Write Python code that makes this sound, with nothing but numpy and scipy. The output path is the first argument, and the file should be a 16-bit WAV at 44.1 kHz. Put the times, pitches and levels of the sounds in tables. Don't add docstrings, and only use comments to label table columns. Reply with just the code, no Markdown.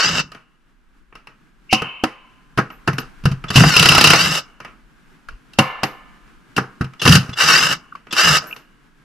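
import sys
import numpy as np
from scipy import signal
from scipy.fft import rfft, irfft, next_fast_len
from scipy.io import wavfile

SR = 44100
rng = np.random.default_rng(int(sys.argv[2]) if len(sys.argv) > 2 else 0)


def unload_wav(signal):
    wavfile.write(
        sys.argv[1],
        SR,
        np.round(np.clip(np.atleast_2d(signal).T, -1, 1) * 32767).astype(np.int16),
    )


N = 398663
TIME = np.arange(N) / SR
BLOWS_PER_S = 32.55

# pull and release in seconds, then gears, loose socket, treble fizz,
# boost at full load and coasting, all in dB.
RUNS = [(-0.1, 0.2, -17, -32.5, -42.5, 2.5, -54), (3.481, 4.383, -17, -33, -32.5, 2.5, -52),
        (6.994, 7.168, -16.5, -20, -25.5, 0, -35.5), (7.328, 7.73, -17, -26, -33, 6, -52),
        (8.107, 8.372, -11, -19.5, -27, 0, -36)]
# time in seconds, rotor turns per second.
WORKING_SPEED = [(0.02, 372), (.11, 445), (3.56, 415), (3.67, 408), (3.76, 338), (4.14, 345), (4.25, 410),
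                 (4.32, 445), (7.06, 390), (7.42, 385), (7.455, 420), (7.49, 374), (7.53, 366), (7.59, 415),
                 (7.7, 445), (8.19, 385), (8.27, 426), (8.38, 445)]
# first and last blow in seconds, crack, clank and thud in dB.
HAMMERING = [(3.574, 3.635, -13, -13.5, -6), (3.764, 4.133, -9, -14.5, -21),
             (7.06, 7.154, -13, -19.5, -12.5)]
# frequency in Hz, relative level in dB.
HOUSING_SPECTRUM = [(300, -10.5), (540, -4), (700, -7), (950, -4.5), (1290, 0.5), (1490, -6), (1750, -5),
                    (2000, -2), (2450, -10.5), (2720, 8.5), (2920, 6.5), (3250, -12), (3800, -2),
                    (4300, -9.5), (5000, -1.5), (6200, -10), (6700, -19.5), (7500, -8.5), (8500, -33),
                    (11000, -46)]
RIM_SPECTRUM = [(450, -8.5), (750, -6), (1050, 2.5), (1400, -3.5), (1900, -12.5), (2250, -0.5), (2550, -14),
                (2950, -3), (3250, -22.5), (3600, -19.5)]


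def amp(db):
    return 10 ** (np.asarray(db) / 20)


def unit_rms(x):
    return x / np.sqrt(np.mean(x ** 2) + 1e-20)


def unit_attack(x):
    return x / np.sqrt(np.mean(x[:round(.012 * SR)] ** 2) + 1e-20)


def db_at(spectrum, hz):
    knots_hz, db = np.transpose(spectrum)
    return np.interp(np.log(hz + 1), np.log(knots_hz + 1), db)


def add(mix, start_s, sound):
    part = mix[max(round(start_s * SR), 0):][:len(sound)]
    part += sound[:len(part)]


def colour(x, spectrum):
    hz = abs(np.fft.fftfreq(4096, 1 / SR)) + 1
    octaves_below = np.maximum(np.log2(spectrum[0][0] / hz), 0)
    octaves_above = np.maximum(np.log2(hz / spectrum[-1][0]), 0)
    gain_db = np.maximum(db_at(spectrum, hz) - 24 * (octaves_below + octaves_above), -100)
    response = np.exp(np.conj(signal.hilbert(np.log(amp(gain_db)))))
    return signal.oaconvolve(x, np.fft.ifft(response).real)[:len(x)]


def noise(spectrum, samples=N):
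    return colour(rng.standard_normal(samples), spectrum)


def wander(rate_hz):
    size = next_fast_len(N)
    hz = np.fft.rfftfreq(size, 1 / SR)
    return unit_rms(irfft(rfft(rng.standard_normal(size)) / (1 + (hz / rate_hz) ** 4), size)[:N])


def ring(modes, t, scatter_db, detune=0.):
    hz, db, t60_s = np.transpose(modes)[:, :, None]
    strength, shift = rng.standard_normal((2, len(modes), 1))
    sign = rng.choice([-1, 1], (len(modes), 1))
    envelope = amp(db + scatter_db * strength - 60 * t / t60_s)
    return (sign * envelope * np.sin(2 * np.pi * hz * (1 + detune * shift) * t)).sum(0)


def spin(pull_s, release_s, spin_up_s=0.08, brake_s=0.045):
    braking = np.exp(-np.maximum(TIME - release_s, 0) / brake_s)
    return np.clip((TIME - pull_s) / spin_up_s, 0, 1) * braking


def blow_times(first_s, last_s):
    return first_s + np.arange(round((last_s - first_s) * BLOWS_PER_S) + 1) / BLOWS_PER_S


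def rotor_speed(sag=.15):
    blows_s = np.concatenate([blow_times(first_s, last_s) for first_s, last_s, *_ in HAMMERING])
    latest_s = blows_s[np.maximum(np.searchsorted(blows_s, TIME) - 1, 0)]
    cycle = (TIME - latest_s) * BLOWS_PER_S
    winding = np.where((cycle > 0) & (cycle < 1), .5 - cycle, 0)
    flutter = .005 * wander(rate_hz=80.)
    share = np.max([spin(pull_s, release_s) for pull_s, release_s, *_ in RUNS], axis=0)
    return share * np.interp(TIME, *np.transpose(WORKING_SPEED)) * (1 + sag * winding + flutter)


def gear_whine(rotor_hz, turns, case_hz=4950, case_width_hz=450, case_db=11):
    orders = [3, 4, 5, 6, 7, 8, 10, 11, 12, 13, 14, 15, 17.5]
    levels_db = [-1.5, 4.5, -1.5, -2.5, -0.5, -2.5, -8.5, -12, -1.5, -19, -17, -2, -7]
    out = np.zeros(N)
    for order, db in zip(orders, levels_db):
        resonance_db = case_db / (1 + ((order * rotor_hz - case_hz) / case_width_hz) ** 2)
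        backlash_rad = .36 * wander(rate_hz=200.)
        gain = amp(db + resonance_db + 4 * wander(rate_hz=70.))
        out += gain * np.sin(2 * np.pi * order * turns + backlash_rad)
    load_gain = np.interp(rotor_hz, [200, 335, 385, 425, 445], [0, 1.6, 1.2, .75, .3])
    return load_gain * out


def wrench(ticks_per_s=700., free_hz=456, loaded_hz=384, spin_exponent=3.8, coast_s=0.16):
    # frequency in Hz, relative level in dB.
    socket_spectrum = [(700, -18.5), (1000, -12), (1250, 2.5), (1500, -0.5), (1780, 3), (2100, -15),
                       (2600, -14)]
    fizz_spectrum = [(5000, -19.5), (8000, -3.5), (10500, -3), (12500, -4.5), (15000, -19)]
    coast_spectrum = [(150, 5.5), (500, 2.5), (900, 0.5), (1450, 10.5), (2200, -7.5), (2830, -2),
                      (3300, -16.5), (5200, -11.5), (7000, -15.5), (12000, -26)]
    rotor_hz = rotor_speed()
    turns = np.cumsum(rotor_hz) / SR
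    ticks = (rng.random(N) < ticks_per_s / SR) * rng.standard_normal(N)
    turn_swell = 1 + 0.082 * np.cos(2 * np.pi * turns)
    socket_wobble = amp(1.5 * wander(rate_hz=60.))
    drive = (rng.standard_normal(N) + unit_rms(ticks)) * turn_swell * socket_wobble
    spectra = HOUSING_SPECTRUM, socket_spectrum, fizz_spectrum, coast_spectrum
    housing, socket, fizz, coasting = (unit_rms(colour(drive, spectrum)) for spectrum in spectra)
    gears = amp(-4) * housing + amp(-15.5) * gear_whine(rotor_hz, turns)
    working_hz = np.interp(TIME, *np.transpose(WORKING_SPEED))
    load = np.clip((free_hz - working_hz) / (free_hz - loaded_hz), 0, 1)
    out = np.zeros(N)
    for pull_s, release_s, gears_db, socket_db, fizz_db, load_db, coast_db in RUNS:
        gain = spin(pull_s, release_s) ** spin_exponent * amp(load_db * load)
        out += gain * (amp(gears_db) * gears + amp(socket_db) * socket + amp(fizz_db - 4.5) * fizz)
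        after_s = np.maximum(TIME - release_s, 0)
        out += amp(coast_db) * (after_s > 0) * np.exp(-(after_s / coast_s) ** 2) * coasting
    return out


def forest(stereo_spread=0.6, stir_db=-54.5):
    # frequency in Hz, relative level in dB.
    air_spectrum = [(12, -26), (20, 3.5), (51, -2.5), (84, -30.5), (108, -12.5), (278, -21.5), (347, -27.5),
                    (587, -39.5), (1640, -29.5), (1780, -35.5), (2850, -40), (3760, -45.5), (12000, -57),
                    (15000, -66.5)]
    # time in seconds, leaf hiss in dB.
    hiss_levels = [(0.7, -61), (1.7, -56), (4.7, -53.5), (6.3, -50.5), (9, -54)]
    # centre and half width in seconds, change of stir and of hiss in dB.
    swells = [(3.199, 0.6, 10, 6), (5.331, 0.06, 22, -3.5)]
    mid, side = noise(air_spectrum), noise(air_spectrum)
    air = mid + stereo_spread * np.array([[1], [-1]]) * side
    hiss = signal.sosfilt(signal.butter(2, 170, "high", fs=SR, output="sos"), air)
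    low = signal.sosfilt(signal.butter(2, 130, fs=SR, output="sos"), air)
    hiss_db = np.interp(TIME, *np.transpose(hiss_levels)) + wander(rate_hz=8.)
    low_db = stir_db + 2.5 * wander(rate_hz=1.7)
    for centre_s, width_s, swell_low_db, swell_hiss_db in swells:
        swell = np.exp(-((TIME - centre_s) / width_s) ** 2)
        hiss_db += swell_hiss_db * swell
        low_db += swell_low_db * swell
    return amp(hiss_db) * unit_rms(hiss) + amp(low_db) * unit_rms(low)


def wheel_rumble(rise_s=0.023, t60_s=0.24):
    # start and end in seconds, level in dB.
    pushes = [(0.035, 0.2, -27.5), (3.565, 3.66, -13), (3.77, 4.33, -27), (7.047, 7.16, -15),
              (7.42, 7.72, -30.5), (8.23, 8.33, -24)]
    # frequency in Hz, relative level in dB.
    spectrum = [(15, -39.5), (25, -22), (43, -11), (75, -9.5), (119, -2.5), (157, 6), (226, -7), (268, -8),
                (450, -21), (580, -50.5), (990, -120)]
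    envelope = np.zeros(N)
    for start_s, end_s, db in pushes:
        rise = np.clip((TIME - start_s) / rise_s, 0, 1)
        envelope += rise * amp(db - 60 * np.maximum(TIME - end_s, 0) / t60_s)
    return envelope * unit_rms(noise(spectrum))


def steel_burst(spectrum, t, t60_s, tail_db, tail_t60_s, rise_s=.0015):
    fade = amp(-60 * t / t60_s) + amp(tail_db - 60 * t / tail_t60_s)
    rise = 1 - np.exp(-t / rise_s)
    return unit_attack(colour(rng.standard_normal(len(t)) * fade * rise, spectrum))


def strike(crack_db, clank_db, thud_db, t60_s, body_spectrum=None):
    # frequency in Hz, relative level in dB.
    crack_spectrum = [(1800, -22), (2500, 0.5), (2740, 14), (2950, 9), (3300, -2.5), (5000, 0.5),
                      (6500, -8.5), (8500, -15), (11000, -12), (15000, -30)]
    clank_spectrum = [(200, -4.5), (330, -4), (500, -4), (600, -9.5), (780, -3), (880, -6), (1290, -1.5),
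                      (1650, -6.5), (2000, -6.5), (2600, -16), (3500, -29)]
    # frequency in Hz, relative level in dB, T60 in seconds.
    well_modes = [(70, -16, .12), (101, -5, .13), (130, 0, .18), (152, -4, .17), (178, -6, .13),
                  (222, -7, .11)]
    t = np.arange(SR // 2) / SR
    crack = steel_burst(crack_spectrum, t, .85 * t60_s, tail_db=-23, tail_t60_s=.25)
    clank = steel_burst(body_spectrum or clank_spectrum, t, t60_s, tail_db=-17.5, tail_t60_s=0.29)
    thud = unit_attack(ring(well_modes, t, scatter_db=1.0, detune=0.0097) * (1 - np.exp(-t / 0.0012)))
    return amp(crack_db) * crack + amp(clank_db) * clank + amp(thud_db) * thud


def handling(tap_t60_s=0.015, bump_t60_s=0.05):
    # start in seconds, level in dB, click relative to the tap in dB.
    taps = [(0.318, -39, -5.5), (0.348, -40, -9), (1.125, -46, -30.5), (1.153, -40.5, -7),
            (1.271, -41, -3.5), (2.702, -36, -16), (2.931, -34, -8.5), (3.44, -30.5, -12), (4.602, -35, -9),
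            (4.648, -34, -13), (5.286, -41.5, -4.5), (5.534, -51, 7.5), (7.953, -44.5, -8.5),
            (6.277, -56, -13), (6.935, -45, -8), (8.069, -42, -14), (8.563, -40, -3.5)]
    # start in seconds, level in dB.
    bumps = [(2.931, -28), (3.237, -28), (3.314, -20.5), (3.44, -31), (6.842, -25), (7.292, -24)]
    # frequency in Hz, relative level in dB.
    socket_spectrum = [(200, -3), (400, -5), (800, -10), (1270, 2), (1600, -5), (2100, -8), (2800, -6),
                       (3500, -27)]
    out = np.zeros(N)
    for start_s, db, click_db in taps:
        add(out, start_s, strike(db + click_db, db, db - 16.5, tap_t60_s, socket_spectrum))
    for start_s, db in bumps:
        add(out, start_s, strike(db - 17, db - 14.5, db, bump_t60_s, socket_spectrum))
    return out


def pitched_metal(mode_count=40, rise_s=0.0043):
    # start in seconds, pitch in Hz, spread as a share of pitch, level in dB, T60 in seconds.
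    hits = [(1.692, 2453, 0.091, -33.5, 0.96), (1.711, 2808, 0.065, -28.5, 0.93),
            (2.712, 11900, 0.017, -62, 0.23), (2.933, 11700, 0.025, -54, 0.078),
            (2.995, 11920, .02, -42, 0.05), (5.286, 1398, 0.11, -33, 0.022), (5.6, 12000, .02, -50, 0.3),
            (5.84, 11850, .02, -50, 0.28), (7.921, 1310, 0.11, -35, 0.023),
            (7.951, 1293, 0.11, -31.5, 0.025), (8.468, 11900, 0.032, -44.5, 0.28),
            (8.51, 2545, 0.067, -35.5, 0.019), (8.527, 2690, .05, -28, 0.02)]
    out, t = np.zeros(N), np.arange(SR) / SR
    rise = 1 - np.exp(-t / rise_s)
    for start_s, hz, spread, db, t60_s in hits:
        modes = [(hz * (1 + spread * offset), 0, t60_s) for offset in rng.uniform(-1.7, 1.7, mode_count)]
        add(out, start_s, amp(db) * unit_attack(ring(modes, t, scatter_db=2.0) * rise))
    return out


def rim_scrape(centre_s=1.738, width_s=0.017, db=-16.0):
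    # frequency in Hz, relative level in dB.
    spectrum = [(1900, -8), (2300, -3.5), (2900, 9.5), (3300, -10.5), (5500, -3), (8000, -25), (14000, -31)]
    grit = unit_rms(colour(rng.standard_normal(N) ** 3, spectrum))
    return amp(db) * np.exp(-((TIME - centre_s) / width_s) ** 2) * grit


def rim_clangs(strike_t60_s=0.04, wash_t60_s=.95):
    # start in seconds, then crack, clank, thud, hub clonk and rim ring in dB.
    clangs = [(1.728, -13, -19, -21, -9, -24.5), (2.0367, -21, -16.5, -33.5, -14, -36),
              (5.587, -9.5, -10.5, -18, -9.5, -18), (5.8327, -19, -16, -32.5, -20.5, -36)]
    # frequency in Hz, relative level in dB, T60 in seconds.
    hub_modes = [(216, 3.5, 0.14), (258.7, -3.5, 0.09), (313, 4, .1), (328, 1.5, 0.029), (557, -3, 0.09),
                 (762.5, 8, 0.077), (1250, -10.5, 0.21)]
    rim_modes = [(515, 19.5, 0.36), (716, 4.5, 1.6), (776, 21, 0.46), (910, -7, 0.25), (1030, -1.5, 0.62),
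                 (1028, 3.5, 1.9), (1060, 19, 0.5), (1030, -7, 0.8), (1222, -4.5, 1.5), (1173, -14, 1.4),
                 (1324, -20, 4), (1394, -17, 0.62), (1560, -15.5, 0.48), (1750, -7, 1.2), (2100, -6.5, .9),
                 (2260, -13, 0.97), (2330, 0, 0.33), (2790, -1, 0.7), (2770, 4.5, 0.8), (2853, -8.5, 0.7),
                 (2860, -5.5, 0.3), (3020, 2.5, 0.23), (2930, -24, 0.3)]
    out, t = np.zeros(N), np.arange(2 * SR) / SR
    for start_s, crack_db, clank_db, thud_db, clonk_db, ring_db in clangs:
        add(out, start_s, strike(crack_db, clank_db, thud_db, strike_t60_s))
        clonk = unit_attack(ring(hub_modes, t, scatter_db=6.0, detune=0.0033))
        wash = unit_rms(noise(RIM_SPECTRUM, len(t))) * amp(-60 * t / wash_t60_s)
        tones = unit_attack(ring(rim_modes, t, scatter_db=7.0))
        add(out, start_s, amp(clonk_db) * clonk + amp(ring_db) * (amp(-3) * tones + amp(-6) * wash))
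    return out


def socket_knocks():
    # start in seconds, clank, crack and thud in dB, clank T60 in seconds.
    knocks = [(1.819, -22.5, -35, -29, 0.025), (2.575, -18.5, -27, -21.5, 0.036),
              (2.584, -12, -30, -17.5, .07), (2.875, -13, -22, -21, .06),
              (2.982, -21.5, -25.5, -29.5, 0.027), (3.254, -17.5, -22, -8.5, 0.031),
              (3.503, -23, -24, -22, .04), (3.557, -16.5, -8, -9.5, 0.13),
              (6.564, -26.5, -20.5, -30, 0.039), (6.577, -12, -26, -16.5, .05),
              (6.809, -22, -35.5, -14.5, 0.06), (7.015, -25.5, -19, -33.5, 0.26),
              (7.052, -17.5, -14, -13, 0.053), (7.075, -10, -8.5, -23.5, .05),
              (8.125, -26.5, -21.5, -43.5, 0.09)]
    # frequency in Hz, relative level in dB.
    spectrum = [(200, 0), (330, -2), (500, -1), (600, -13.5), (780, -4.5), (880, -9), (1290, 0),
                (1650, -2.5), (2000, -11.5), (2600, -15), (3500, -33)]
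    out = np.zeros(N)
    for start_s, clank_db, crack_db, thud_db, t60_s in knocks:
        add(out, start_s, strike(crack_db, clank_db, thud_db, t60_s, spectrum))
    return out


def motor_squeak(db=-29.5, squeak_hz=3430, pulse_hz=620, length_s=.018):
    out, t = np.zeros(N), np.arange(0, length_s, 1 / SR)
    squeak = unit_rms(np.sin(2 * np.pi * squeak_hz * t) * (1 + .45 * np.sin(2 * np.pi * pulse_hz * t)))
    window = signal.windows.tukey(len(t), .6)
    for pull_s, *_ in RUNS:
        if pull_s > 0:
            buzz = unit_rms(noise(HOUSING_SPECTRUM, len(t)))
            add(out, pull_s, amp(db) * unit_rms(squeak + .8 * buzz) * window)
    return out


def hammer(scatter_db=3.5, t60_s=0.037):
    out = np.zeros(N)
    for first_s, last_s, *levels_db in HAMMERING:
        for start_s in blow_times(first_s, last_s):
            blow_db = levels_db + scatter_db * rng.standard_normal(3)
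            add(out, start_s, strike(*blow_db, t60_s))
    return out


def ring_and_echo(x, ring_db=-38.5, ring_t60_s=1.0, echo_db=-16, echo_t60_s=0.15):
    # frequency in Hz, relative level in dB.
    echo_spectrum = [(100, 3), (3000, -2), (6000, 5), (12000, -22)]
    t = np.arange(SR) / SR
    rim = noise(RIM_SPECTRUM, SR) * amp(-60 * t / ring_t60_s)
    echo = noise(echo_spectrum, SR) * amp(-60 * t / echo_t60_s)
    tail = amp(ring_db) * rim / np.linalg.norm(rim) + amp(echo_db) * echo / np.linalg.norm(echo)
    return x + signal.oaconvolve(x, tail)[:N]


def stereo_reflections(x):
    # frequency in Hz, side level relative to mid in dB.
    side_spectrum = [(60, -21), (150, -22), (300, -16), (700, -14), (1300, -6), (2800, -8), (5000, -5),
                     (13000, -4)]
    size = next_fast_len(N + SR // 10)
    hz = np.fft.rfftfreq(size, 1 / SR)
    knots_hz = np.linspace(0, SR / 2, num=240)
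    lag_rad = np.interp(hz, knots_hz, np.cumsum(rng.uniform(0, 3.5, len(knots_hz))))
    side = irfft(rfft(x, size) * amp(db_at(side_spectrum, hz)) * np.exp(-1j * lag_rad), size)[:N]
    return np.array([amp(-.5) * (x + side), x - side])


def scene():
    tool = wrench() + wheel_rumble() + hammer() + socket_knocks()
    tool += handling() + motor_squeak() + rim_scrape()
    return stereo_reflections(ring_and_echo(tool) + rim_clangs() + pitched_metal()) + forest()


def record(dry):
    clipped = dry / (1 + dry ** 6) ** (1 / 6)
    cutoff_hz = 15300
    lowpass = signal.firwin(255, cutoff_hz, window=("kaiser", 8), fs=SR)
    return signal.oaconvolve(clipped, lowpass[None], "same")


dry = scene()
out = record(dry)
unload_wav(out)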